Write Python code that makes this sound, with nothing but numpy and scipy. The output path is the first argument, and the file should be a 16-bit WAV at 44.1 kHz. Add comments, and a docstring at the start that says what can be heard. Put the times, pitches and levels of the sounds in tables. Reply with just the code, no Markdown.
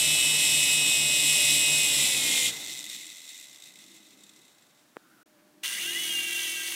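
"""A caged toy helicopter runs two geared motors on a table, is throttled back, switched off and coasts down
with rattling gears; a finger clicks and rubs. After a short silent gap a second, bare toy spins up.
Whines are sines at multiples of shaft speed; chopped motor current puts sidebands on every gear tone.
Gear and brush noise, knocks, air, boom and rub are noise shaped by resonant colours; blades are beating sines."""
import sys
import numpy as np
from scipy import signal
from scipy.fft import rfft, irfft
from scipy.io import wavfile
from scipy.ndimage import uniform_filter1d, map_coordinates

SR = 44100
rng = np.random.default_rng(int(sys.argv[2]) if len(sys.argv) > 2 else 0)


def ratio_of_db(decibels):
    """Turn decibels (scalar or array-like) into linear amplitude factors; 0 dB maps to 1."""
    return 10 ** (np.asarray(decibels, float) / 20)


def materialize(psi):
    """Save the field psi as 16-bit PCM at rate SR to the path in sys.argv[1].

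    A 1-D psi becomes a single channel; in a 2-D psi each row is a channel.
    """
    bounded = np.clip(np.atleast_2d(psi).T, -1, 1)
    quanta = np.round(bounded * 32767).astype(np.int16)
    wavfile.write(sys.argv[1], SR, quanta)


N = 297675
T = np.arange(N) / SR
GAP_S = (5.232, 5.258)
OFF_S, OFF_FADE_S = 2.47, 0.036  # caged toy switched off
ON_S = 5.628  # bare toy switched on


def response_db(hz, colour, modes):
    """Smooth colour, linear in dB over log frequency, with resonant bumps."""
    f, db = np.transpose(colour)
    smooth = np.interp(np.log(np.maximum(hz, 1)), np.log(f), db)
    return smooth + sum(top / (1 + (2 * (hz - centre) / width) ** 2) for centre, width, top in modes)


def ring(x, colour, modes=()):
    """Causal filtering by the minimum-phase response of that colour; rms 1."""
    log_gain = response_db(np.fft.rfftfreq(8192, 1 / SR), colour, modes) * np.log(10) / 20
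    cepstrum = irfft(log_gain)
    cepstrum[1:4096] *= 2
    cepstrum[4097:] = 0
    impulse = irfft(np.exp(rfft(cepstrum)))
    y = signal.fftconvolve(x, impulse)[:N]
    return y / np.sqrt(np.mean(y ** 2))


def highpass(x, hz, order):
    """Butterworth bass cut."""
    return signal.sosfilt(signal.butter(order, hz, "high", fs=SR, output="sos"), x)


def walk(rate_hz, n=N):
    """Random levels held 1 / rate_hz s and smoothed twice; spread near 1."""
    k = int(SR / rate_hz)
    held = np.repeat(rng.standard_normal(n // k + 1), k)
    return 1.3 * uniform_filter1d(uniform_filter1d(held, k), k)[:n]


def turns(hz):
    """Running phase in radians."""
    return 2 * np.pi * np.cumsum(hz) / SR


def step(at_s, over_s):
    """Smooth step from 0 to 1."""
    return .5 + .5 * np.tanh((T - at_s) / (2 * over_s))


def halvings(share):
    """log2 of a speed ratio: -1 per halving."""
    return np.log2(np.clip(share, .01, None))


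# quiet hiss colour: (frequency [Hz], relative level [dB])
ROOM_COLOUR = [(18, -34.5), (30, -14), (49, -26), (221, -9.5), (473, -16.5), (540, -14), (616, -19.5),
               (822, -15), (1130, -11), (2350, -14), (16000, -21.5)]
ROOM_DB = -66
HUM_HZ, HUM_BEFORE_GAP_DB, HUM_AFTER_GAP_DB = 604, -77.5, -70


def room():
    """Quiet coloured hiss and a faint hum wavering in pitch and level."""
    hum_db = np.where(T < GAP_S[1], HUM_BEFORE_GAP_DB, HUM_AFTER_GAP_DB) + 2.8 * walk(25)
    hum = ratio_of_db(hum_db) * np.sin(turns(HUM_HZ + 7 * walk(25)))
    hiss_noise = ring(rng.standard_normal(N), ROOM_COLOUR)
    return ratio_of_db(ROOM_DB) * highpass(hiss_noise, 90., order=2) + hum


# low air noise colour: (frequency [Hz], relative level [dB])
RUMBLE_COLOUR = [(18, -40.5), (30, -16), (96, -14.5), (140, 2), (194, -4.5), (298, 5.5), (354, -4),
                 (778, -2.5), (1150, -9), (1800, -7), (2340, -48), (3960, -120)]
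WASH_DB, WASH_FALL_DB_S, STILL_DB, BARE_WASH_DB = -45, -48, -69, -62  # downwash


def air():
    """Unsteady downwash noise that dies away around the switch-off and returns with the bare toy."""
    fall_s = np.maximum(T - OFF_S + 0.078, 0)
    level = ratio_of_db(WASH_DB + WASH_FALL_DB_S * fall_s) + ratio_of_db(STILL_DB)
    level = level + (T > ON_S) * ratio_of_db(BARE_WASH_DB)
    return ratio_of_db(0.69 * walk(25.1)) * level * ring(rng.standard_normal(N), RUMBLE_COLOUR)


# table top modes: (frequency [Hz], width [Hz], height [dB])
TABLE_MODES = [(200, 21, 8.8), (318, 50, 10.5)]
# booms: (from [s], to [s], level [dB])
BOOMS = [(2.5, 3.05, -64), (3.65, 4.43, -67.5), (5.028, 5.247, -70.5), (5.412, 6.75, -66),
         (5.85, 6.256, -60.5)]
BOOM_FLOOR_DB, BOOM_EDGE_S = -76.5, 0.046


def table_boom():
    """Low noise in the table's modes; each boom adds a smooth-edged stretch."""
    colour = [(60, -47), (160, -3.5), (250, -0.5), (400, -2.5), (800, -54)]
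    table = ring(rng.standard_normal(N), colour, TABLE_MODES)
    level = ratio_of_db(BOOM_FLOOR_DB)
    for from_s, to_s, db in BOOMS:
        level = level + ratio_of_db(db) * (step(from_s, BOOM_EDGE_S) - step(to_s, BOOM_EDGE_S))
    return level * ratio_of_db(0.5 * walk(35)) * table


# clicks: (time [s], peak level [dB])
CLICKS = [(4.9621, -46), (4.9684, -24)]
# click ringing before bass cut and rounding: (frequency [Hz], relative level [dB], t60 [s])
CLICK_MODES = [(440, 10, 0.0066), (1220, 15.5, 0.0019), (2790, -22, 0.0013)]
RUB_S, RUB_RISE_S, RUB_DB = 5.04, 0.027, -62.5
SCUFF_S, SCUFF_LENGTH_S, SCUFF_DB = 5.4, .02, -67


def finger():
    """Two dull clicks of decaying sines; skin dragging on plastic and a faint scuff, both band noise."""
    t, out = T[:SR // 20], np.zeros(N)
    click = sum(ratio_of_db(db - 60 * t / t60) * np.sin(2 * np.pi * hz * t) for hz, db, t60 in CLICK_MODES)
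    click = uniform_filter1d(highpass(click, 360.0, order=2), size=7)  # soft skin rounds the edge
    for s, db in CLICKS:
        start = int(s * SR)
        out[start:start + len(t)] += ratio_of_db(db) * click / np.max(click)
    scuff = ring(rng.standard_normal(N), [(300, -20), (800, 0), (2500, -3), (4000, -25)])
    scuff = ratio_of_db(SCUFF_DB) * np.exp(-((T - SCUFF_S) / SCUFF_LENGTH_S) ** 2) * scuff
    rub = ring(rng.standard_normal(N), [(700, -36), (1200, -6), (1450, 5), (1700, -10), (2500, -21)])
    rub = step(RUB_S, RUB_RISE_S) * (T < GAP_S[1]) * ratio_of_db(RUB_DB + 1.0 * walk(60)) * rub
    return out + rub + scuff


UPPER_LOAD_DB = 11


def whine(speed, tones, chop_hz, colour, modes, cruise_hz, wobble_hz, flutter_db):
    """Gear tones with chopper sidebands; each swells as it glides through the frame's modes."""
    on = speed[1] > -100
    hz, bite_db, load = (column[on] for column in speed)
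    n = len(hz)
    hz = hz + wobble_hz * walk(40.02, n)
    shaft, chop, out = turns(hz), 2 * np.pi * chop_hz * T[on], np.zeros(N)
    for order, *levels in tones:
        load_db = UPPER_LOAD_DB * load * (order == 8)  # an exact eighth multiple swells under load
        for side, db in zip((0, -1, 1), levels):
            mode_db = response_db(order * hz[::64] + side * chop_hz, colour, modes)
            mode_db = mode_db - response_db(order * cruise_hz + side * chop_hz, colour, modes)
            mode_db = np.repeat(mode_db, 64)[:n]
            # sidebands flutter more than the tones they flank
            flutter = flutter_db * (1.8 if side else 1) * walk(34.96, n)
            gain = ratio_of_db(db + bite_db + load_db + mode_db + flutter)
            phase = order * shaft + side * chop + 2 * np.pi * rng.random()
            out[on] += np.sqrt(2) * gain * np.sin(phase)
    return out


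def clatter(shaft, memory_turns):
    """Noise repeating every shaft turn, its pattern renewed over memory_turns."""
    turn = shaft / (2 * np.pi)
    pattern = rng.standard_normal((int(turn[-1] / memory_turns) + 2, 129))
    pattern[:, -1] = pattern[:, 0]
    return 1.5 * map_coordinates(pattern, [turn / memory_turns, turn % 1 * 128], order=1)


def hiss(speeds, depths, chop_hz, chop_depth, colour, modes, grit_db, clatter_db, memory_turns):
    """Tooth and brush noise, partly repeating with the shafts, puffing per turn and per chopper cycle."""
    gate = np.exp(chop_depth * np.cos(2 * np.pi * chop_hz * T))
    noise = rng.standard_normal(N)
    for speed, depth, db in zip(speeds, depths, clatter_db):
        shaft = turns(speed[0])
        gate = gate * np.exp(depth * np.cos(shaft))
        noise = noise + ratio_of_db(db) * clatter(shaft, memory_turns)
    grit = ratio_of_db(grit_db * walk(400) + 1.0 * walk(12))
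    return ring(gate * grit * noise, colour, modes)


# teeth bite harder with speed and while speeding up; speed wavers under load
BITE_DB_PER_HALVING, LOAD_DB, FULL_LOAD_HZ_S, STRAIN_HZ = 11, 2.5, 1600, 3
FADE_FROM_S, FADE_DB_S = 6.44, -14  # gear tones thin out at the end


def bare_motor(table, cruise_hz):
    """Speed [turns/s], gear bite [dB] and load 0-1 of a motor spinning up."""
    hz = uniform_filter1d(np.interp(T, *np.transpose(table)), size=900)
    load = np.clip(np.gradient(hz) * SR / FULL_LOAD_HZ_S, 0, 1)
    db = BITE_DB_PER_HALVING * halvings(hz / cruise_hz) + LOAD_DB * load
    db = db + FADE_DB_S * np.maximum(T - FADE_FROM_S, 0)
    return hz + STRAIN_HZ * load * walk(70), np.where(T > ON_S, db, -200), load


# bare toy's motor speeds: (time [s], speed [turns/s])
BARE_A_SPEED = [(5.63, 110), (5.74, 215), (5.785, 282), (5.82, 350), (5.845, 378), (5.875, 400),
                (5.92, 416), (6.02, 425), (6.07, 421), (6.14, 405), (6.21, 397), (6.3, 393), (6.57, 389.5),
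                (6.75, 382)]
BARE_B_SPEED = [(5.63, 69.93), (5.8, 180.3), (5.91, 248.2), (5.96, 282.9), (6.05, 318.4), (6.12, 322),
                (6.35, 327.2), (6.75, 318)]
# bare toy's gear tones at cruise, before the motor's gains:
# (multiple of shaft rate, level [dB], one chopper rate below [dB], one above [dB])
BARE_A_TONES = [(5, -51, -54, -60), (6, -58, -56, -54), (7, -36, -56, -48), (8, -47, -52, -51),
                (9, -57, -64, -66)]
BARE_B_TONES = [(5, -74.5, -70, -73), (6, -74, -86, -62), (7, -44, -67, -73), (9, -84, -70, -45.5),
                (10, -80, -58, -69)]
# frame and air path: (frequency [Hz], relative level [dB])
BARE_COLOUR = [(530, -45), (900, -21), (1460, -17), (1590, -13), (1770, -12.5), (1970, -6), (2540, -10),
               (2860, -2), (4800, -11), (5960, -11), (7680, -10), (8660, -8.5), (16000, -15)]
# frame modes: (frequency [Hz], width [Hz], height [dB])
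BARE_MODES = [(1601, 49, 10.8), (1987, 56, 6), (2796, 100, 8.4), (3470, 170, 4.5), (6200, 800, 7.2),
              (8860, 500, 4.7), (9900, 500, 3.6)]
# thin tones of the speed controller: (frequency [Hz], mean rms level before inrush [dB])
CONTROLLER_TONES = [(13657, -61), (13997, -64), (14336, -64), (14686, -64), (15025, -64), (15364, -65)]
BARE_CHOP_HZ, BARE_NOISE_DB = 344.4, -33.5
ON_RISE_S, INRUSH_DB, INRUSH_S = .01, 3, 0.03
TURNS_PER_BLADE, THRUM_DB = 5.03, -71
BUZZ_DB, BUZZ_DB_S, BUZZ_FROM_S, BUZZ_RISE_S, BUZZ_EARLY_DB = -51.5, -3, 5.82, 0.018, -15


def bare():
    """Second toy: two whining motors, gear noise, chopper buzz, controller tones and blade thrum."""
    a, b = bare_motor(BARE_A_SPEED, cruise_hz=414.0), bare_motor(BARE_B_SPEED, cruise_hz=335)
    t = np.maximum(T - ON_S, 0)
    on = np.clip(t / ON_RISE_S, 0, 1) ** 2 * ratio_of_db(INRUSH_DB * np.exp(-t / INRUSH_S))
    body = BARE_CHOP_HZ, BARE_COLOUR, BARE_MODES
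    tones = whine(a, BARE_A_TONES, *body, cruise_hz=393.0, wobble_hz=1.3, flutter_db=2.0)
    tones = tones + whine(b, BARE_B_TONES, *body, cruise_hz=320, wobble_hz=0.8, flutter_db=2.5)
    noise = hiss((a, b), (.2, .15), BARE_CHOP_HZ, 0.22, *body[1:],
                 grit_db=1.0, clatter_db=(-7, -7), memory_turns=6.)
    blade_hz, full = a[0] / TURNS_PER_BLADE, step(BUZZ_FROM_S, BUZZ_RISE_S)
    buzz_db = BUZZ_DB + BUZZ_DB_S * (T - BUZZ_FROM_S) + BUZZ_EARLY_DB * (1 - full) + 1.2 * walk(45)
    buzz_db = buzz_db + 6.3 * np.cos(turns(blade_hz / 2))  # once per rotor turn
    chop = 2 * np.pi * BARE_CHOP_HZ * T
    buzz = ratio_of_db(buzz_db) * (np.sin(chop) + ratio_of_db(-11.5) * np.sin(2 * chop))
    thin = sum(ratio_of_db(db + 2.5 * walk(20)) * np.sin(2 * np.pi * hz * T) for hz, db in CONTROLLER_TONES)
    thrum = full * ratio_of_db(THRUM_DB) * np.sin(turns(blade_hz))
    return on * (np.sqrt(2) * thin + tones + ratio_of_db(BARE_NOISE_DB) * noise + buzz + thrum)


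# caged toy's two motors: (settled speed [turns/s], extra at first [turns/s], battery sag time [s],
# throttled back at [s], transition scale [s], speed lost [turns/s])
CAGED_MOTORS = [(362.3, 11.2, .6, 2.07, .075, 60), (385, 7.2, .6, 2.1, .11, 61)]
THROTTLED_DB = 1


def caged_motor(settled, extra, sag_s, back_s, over_s, lost):
    """Speed [turns/s], bite [dB], strain 0-1: battery sags, throttle comes back, current stops."""
    back = step(back_s, over_s)
    live = T < OFF_S + OFF_FADE_S
    hz = settled + extra * np.exp(-T / sag_s) - lost * back
    return hz, np.where(live, THROTTLED_DB * back, -200), 4 * back * (1 - back)


def throttled_back():
    """0 to 1 as the first motor is throttled back."""
    return step(*CAGED_MOTORS[0][3:5])


def coast(drag_s, friction_per_s):
    """Share of speed left after switch-off: drag alone halves it in drag_s, friction falls linearly."""
    t = np.maximum(T - OFF_S, 0)
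    return np.clip(1 / (1 + t / drag_s) - friction_per_s * t, .01, 1)


# blade tones: (multiple of rotor speed, upper rotor relative level [dB], lower rotor relative level [dB])
BLADE_TONES = [(2, -11.5, -10.5), (4, -.8, -.2), (3, -22, -22.5), (6, -6, -18.5), (8, -13, -20.5),
               (10, -10, -18.5), (12, -7, -22.5), (16, -2, -27)]
TURNS_PER_ROTOR_TURN = 9.72
ROTOR_SLIP_HZ, ROTOR_CROSS_S = 1.05, 0.807  # lower rotor's extra speed; a moment when blades stand crossed
BLADES_DRAG_S, BLADES_FRICTION_PER_S = .8, 0.12
BLADE_LOW_DB, LOW_DB_PER_HALVING = -46.5, 36.5  # multiples up to 4
BLADE_HIGH_DB, HIGH_DB_PER_HALVING = -49.5, 38  # multiples above 4, and...
BLADE_MID_BACK_DB = 9  # ...8 to 10 stand out while throttled back


def blades():
    """Two rotors at nearly the same speed: their tones beat."""
    motor, left = caged_motor(*CAGED_MOTORS[0])[0], coast(BLADES_DRAG_S, BLADES_FRICTION_PER_S)
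    low_db = BLADE_LOW_DB + LOW_DB_PER_HALVING * halvings(motor * left / motor[0])
    high_db = BLADE_HIGH_DB + HIGH_DB_PER_HALVING * halvings(left)
    back_db = BLADE_MID_BACK_DB * (throttled_back() - step(OFF_S, .02))
    upper = turns(motor * left / TURNS_PER_ROTOR_TURN)
    lower = upper + 2 * np.pi * ROTOR_SLIP_HZ * (T - ROTOR_CROSS_S) + np.pi / 2
    out = 0
    for k, upper_db, lower_db in BLADE_TONES:
        level = ratio_of_db(low_db) if k <= 4 else ratio_of_db(high_db + (8 <= k <= 10) * back_db + 2.5 * walk(15))
        out = out + level * (ratio_of_db(upper_db) * np.sin(k * upper) + ratio_of_db(lower_db) * np.sin(k * lower))
    return out


# bouts of harder knocking: (start [s], fade time [s], added level [dB], added knocks over drag [dB])
BOUTS = [(2.64, 0.33, 3.5, 6), (3.45, 0.19, -0.5, 5), (4.22, 0.11, 2.5, 5), (4.62, 0.11, 1.5, 7.5)]
# knock colour against the drag: (frequency [Hz], relative level [dB])
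KNOCK_TILT = [(1000, -8), (2000, -3), (3000, -2), (3800, 1), (5500, -2), (7700, 3), (10000, -2), (13000, 0),
              (16000, -3)]
# frame and air path while coasting: (frequency [Hz], relative level [dB])
COAST_COLOUR = [(590, -52), (1000, -26), (1710, -20.5), (2050, -2.5), (2310, -11), (2590, -8.5),
                (3120, -10.5), (3710, -1.5), (4790, -10.5), (5500, -6), (6550, -7.5), (7620, -6.5),
                (10800, -16.5), (13300, -15), (16000, -23)]
# caged frame's modes, running and coasting: (frequency [Hz], width [Hz], height [dB])
CAGED_MODES = [(2020, 160, 4.9), (2570, 190, 5.5), (2960, 79, 4), (3390, 310, 3), (3740, 380, 3.4),
               (5700, 630, 1), (7490, 180, 4.6), (7960, 170, 1.67), (8290, 200, 2.1), (9840, 1300, 2.3)]
GEARS_DRAG_S, GEARS_FRICTION_PER_S, KNOCKS_PER_TURN = 1.1, .085, .56
SLACK_DB, SLACK_FROM_S, SLACK_DB_S = -36, 1.88, 10
COAST_DB, COAST_DB_PER_HALVING = -36.5, 10.5
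KNOCK_DB, KNOCKS_END_S = -4.5, 4.8  # knocks over drag outside the bouts


def coasting():
    """Slack gears knock ever slower, each knock a scrape that lengthens as they slow, over a drag noise."""
    left = coast(GEARS_DRAG_S, GEARS_FRICTION_PER_S)
    knock_hz = KNOCKS_PER_TURN * caged_motor(*CAGED_MOTORS[0])[0] * left
    louder_db, knock_db = 0, KNOCK_DB
    for s, fade_s, db, over_db in BOUTS:
        bout = step(s, 0.0056) * np.exp(-np.maximum(T - s, 0) / fade_s)
        louder_db, knock_db = louder_db + db * bout, knock_db + over_db * bout
    off = step(OFF_S + OFF_FADE_S / 2, 0.005)
    slack_db = SLACK_DB + SLACK_DB_S * (T - SLACK_FROM_S)
    coast_db = COAST_DB + COAST_DB_PER_HALVING * halvings(left)
    db = (1 - off) * slack_db + off * coast_db + louder_db
    phase = np.cumsum(knock_hz * np.clip(1 + .18 * walk(60), .2, 3)) / SR
    index = phase.astype(int)
    size_db = 2.5 * np.clip(rng.standard_normal(index[-1] + 1), -2, 1.3)[index]
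    size = ratio_of_db(size_db + 1.5 * walk(9))
    scrape = uniform_filter1d(size * np.exp(-(phase % 1) / .26), 60)
    knocks = ring(scrape * rng.standard_normal(N), KNOCK_TILT)
    drag = ratio_of_db(1.5 * walk(35) + 1.3 * walk(150)) * rng.standard_normal(N)
    share = 1 / (1 + ratio_of_db(-2 * knock_db)) * (1 - step(KNOCKS_END_S, .04))  # knocks' share of power
    drive = np.sqrt(share) * knocks + np.sqrt(1 - share) * drag
    present = step(SLACK_FROM_S, .03) * (T < GAP_S[1])
    return ratio_of_db(db) * present * ring(drive, COAST_COLOUR, CAGED_MODES)


# caged toy's gear tones at cruise, before the motor's gains:
# (multiple of shaft rate, level [dB], one chopper rate below [dB], one above [dB])
CAGED_A_TONES = [(5.055, -53.5, -72, -47), (6.02, -49, -59.5, -44.5), (6.997, -31, -49.5, -40.5),
                 (8.006, -34.5, -55, -50), (8.94, -54, -50.5, -55), (10.024, -37.5, -46, -39.5),
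                 (11.17, -51, -55, -58), (11.85, -49, -59, -52), (13.92, -43.5, -54, -48),
                 (15.02, -44, -45.5, -43.5), (19.85, -58, -60.5, -47), (21.48, -54, -46, -45),
                 (21.33, -54, -42, -53)]
CAGED_B_TONES = [(9.06, -45, -45, -50), (19.96, -57.5, -45, -47), (20.67, -46, -37, -39.5),
                 (21.8, -59.5, -38, -52)]
# frame and air path: (frequency [Hz], relative level [dB])
CAGED_COLOUR = [(590, -38.5), (1000, -19.5), (1540, -38.5), (2010, -7.5), (2310, -11.5), (2530, -6),
                (3800, -2.5), (4730, -11), (5190, -4), (6470, -8), (7700, -1), (13400, -13.5), (16000, -22)]
CAGED_CHOP_HZ, OFF_DB = 242.6, -6.5
CAGED_NOISE_DB = -26  # gear and brush noise, before the shared gain below
CAGED_SWELL_DB, CAGED_EASE_DB = 1.5, -2.5  # slow swell up to switch-off; drop when throttled
CAGED_STRAIN_HZ, CAGED_STRAIN_DB = 2.5, -4


def caged():
    """Both motors' whine and gear noise; they die with the current."""
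    speeds = []
    for row in CAGED_MOTORS:
        hz, bite_db, strain = caged_motor(*row)
        # speed wavers and tones thin while the throttle comes back
        hz = hz + CAGED_STRAIN_HZ * strain * walk(60)
        speeds.append((hz, bite_db + CAGED_STRAIN_DB * strain, 0 * T))
    a, b = speeds
    dying = np.clip((T - OFF_S) / OFF_FADE_S, 0, 1)
    db = CAGED_SWELL_DB * T / OFF_S + CAGED_EASE_DB * throttled_back()
    db = db + np.where(dying < 1, OFF_DB * dying, -200)
    body = CAGED_CHOP_HZ, CAGED_COLOUR, CAGED_MODES
    tones = whine(a, CAGED_A_TONES, *body, cruise_hz=368.0, wobble_hz=0.398, flutter_db=0.74)
    tones = tones + whine(b, CAGED_B_TONES, *body, cruise_hz=396.0, wobble_hz=0.612, flutter_db=-1)
    noise = hiss((a, b), (.15, .3), CAGED_CHOP_HZ, 0.14, *body[1:],
                 grit_db=0.5, clatter_db=(-11, -8), memory_turns=5.)
    return ratio_of_db(db) * (tones + ratio_of_db(CAGED_NOISE_DB) * noise)


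def scene():
    """Everything reaches one microphone, heard on both channels."""
    background = room() + air() + table_boom() + finger()
    mono = background + bare() + blades() + coasting() + caged()
    return np.array([mono, mono])


def top_cut(x):
    """Nothing passes above the cut-off."""
    return signal.sosfilt(signal.butter(12, 15760, fs=SR, output="sos"), x)


def record(dry):
    """A short silent gap with 2.4 ms fades; steep treble cut at 15.75 kHz."""
    gap = np.clip(np.maximum(GAP_S[0] - T, T - GAP_S[1]) / 0.0024, 0, 1)
    treble_cut = signal.ellip(10, .2, 80, 15750, fs=SR, output="sos")
    mix = signal.sosfilt(treble_cut, dry * gap)
    return top_cut(mix)


dry = scene()
out = record(dry)
materialize(out)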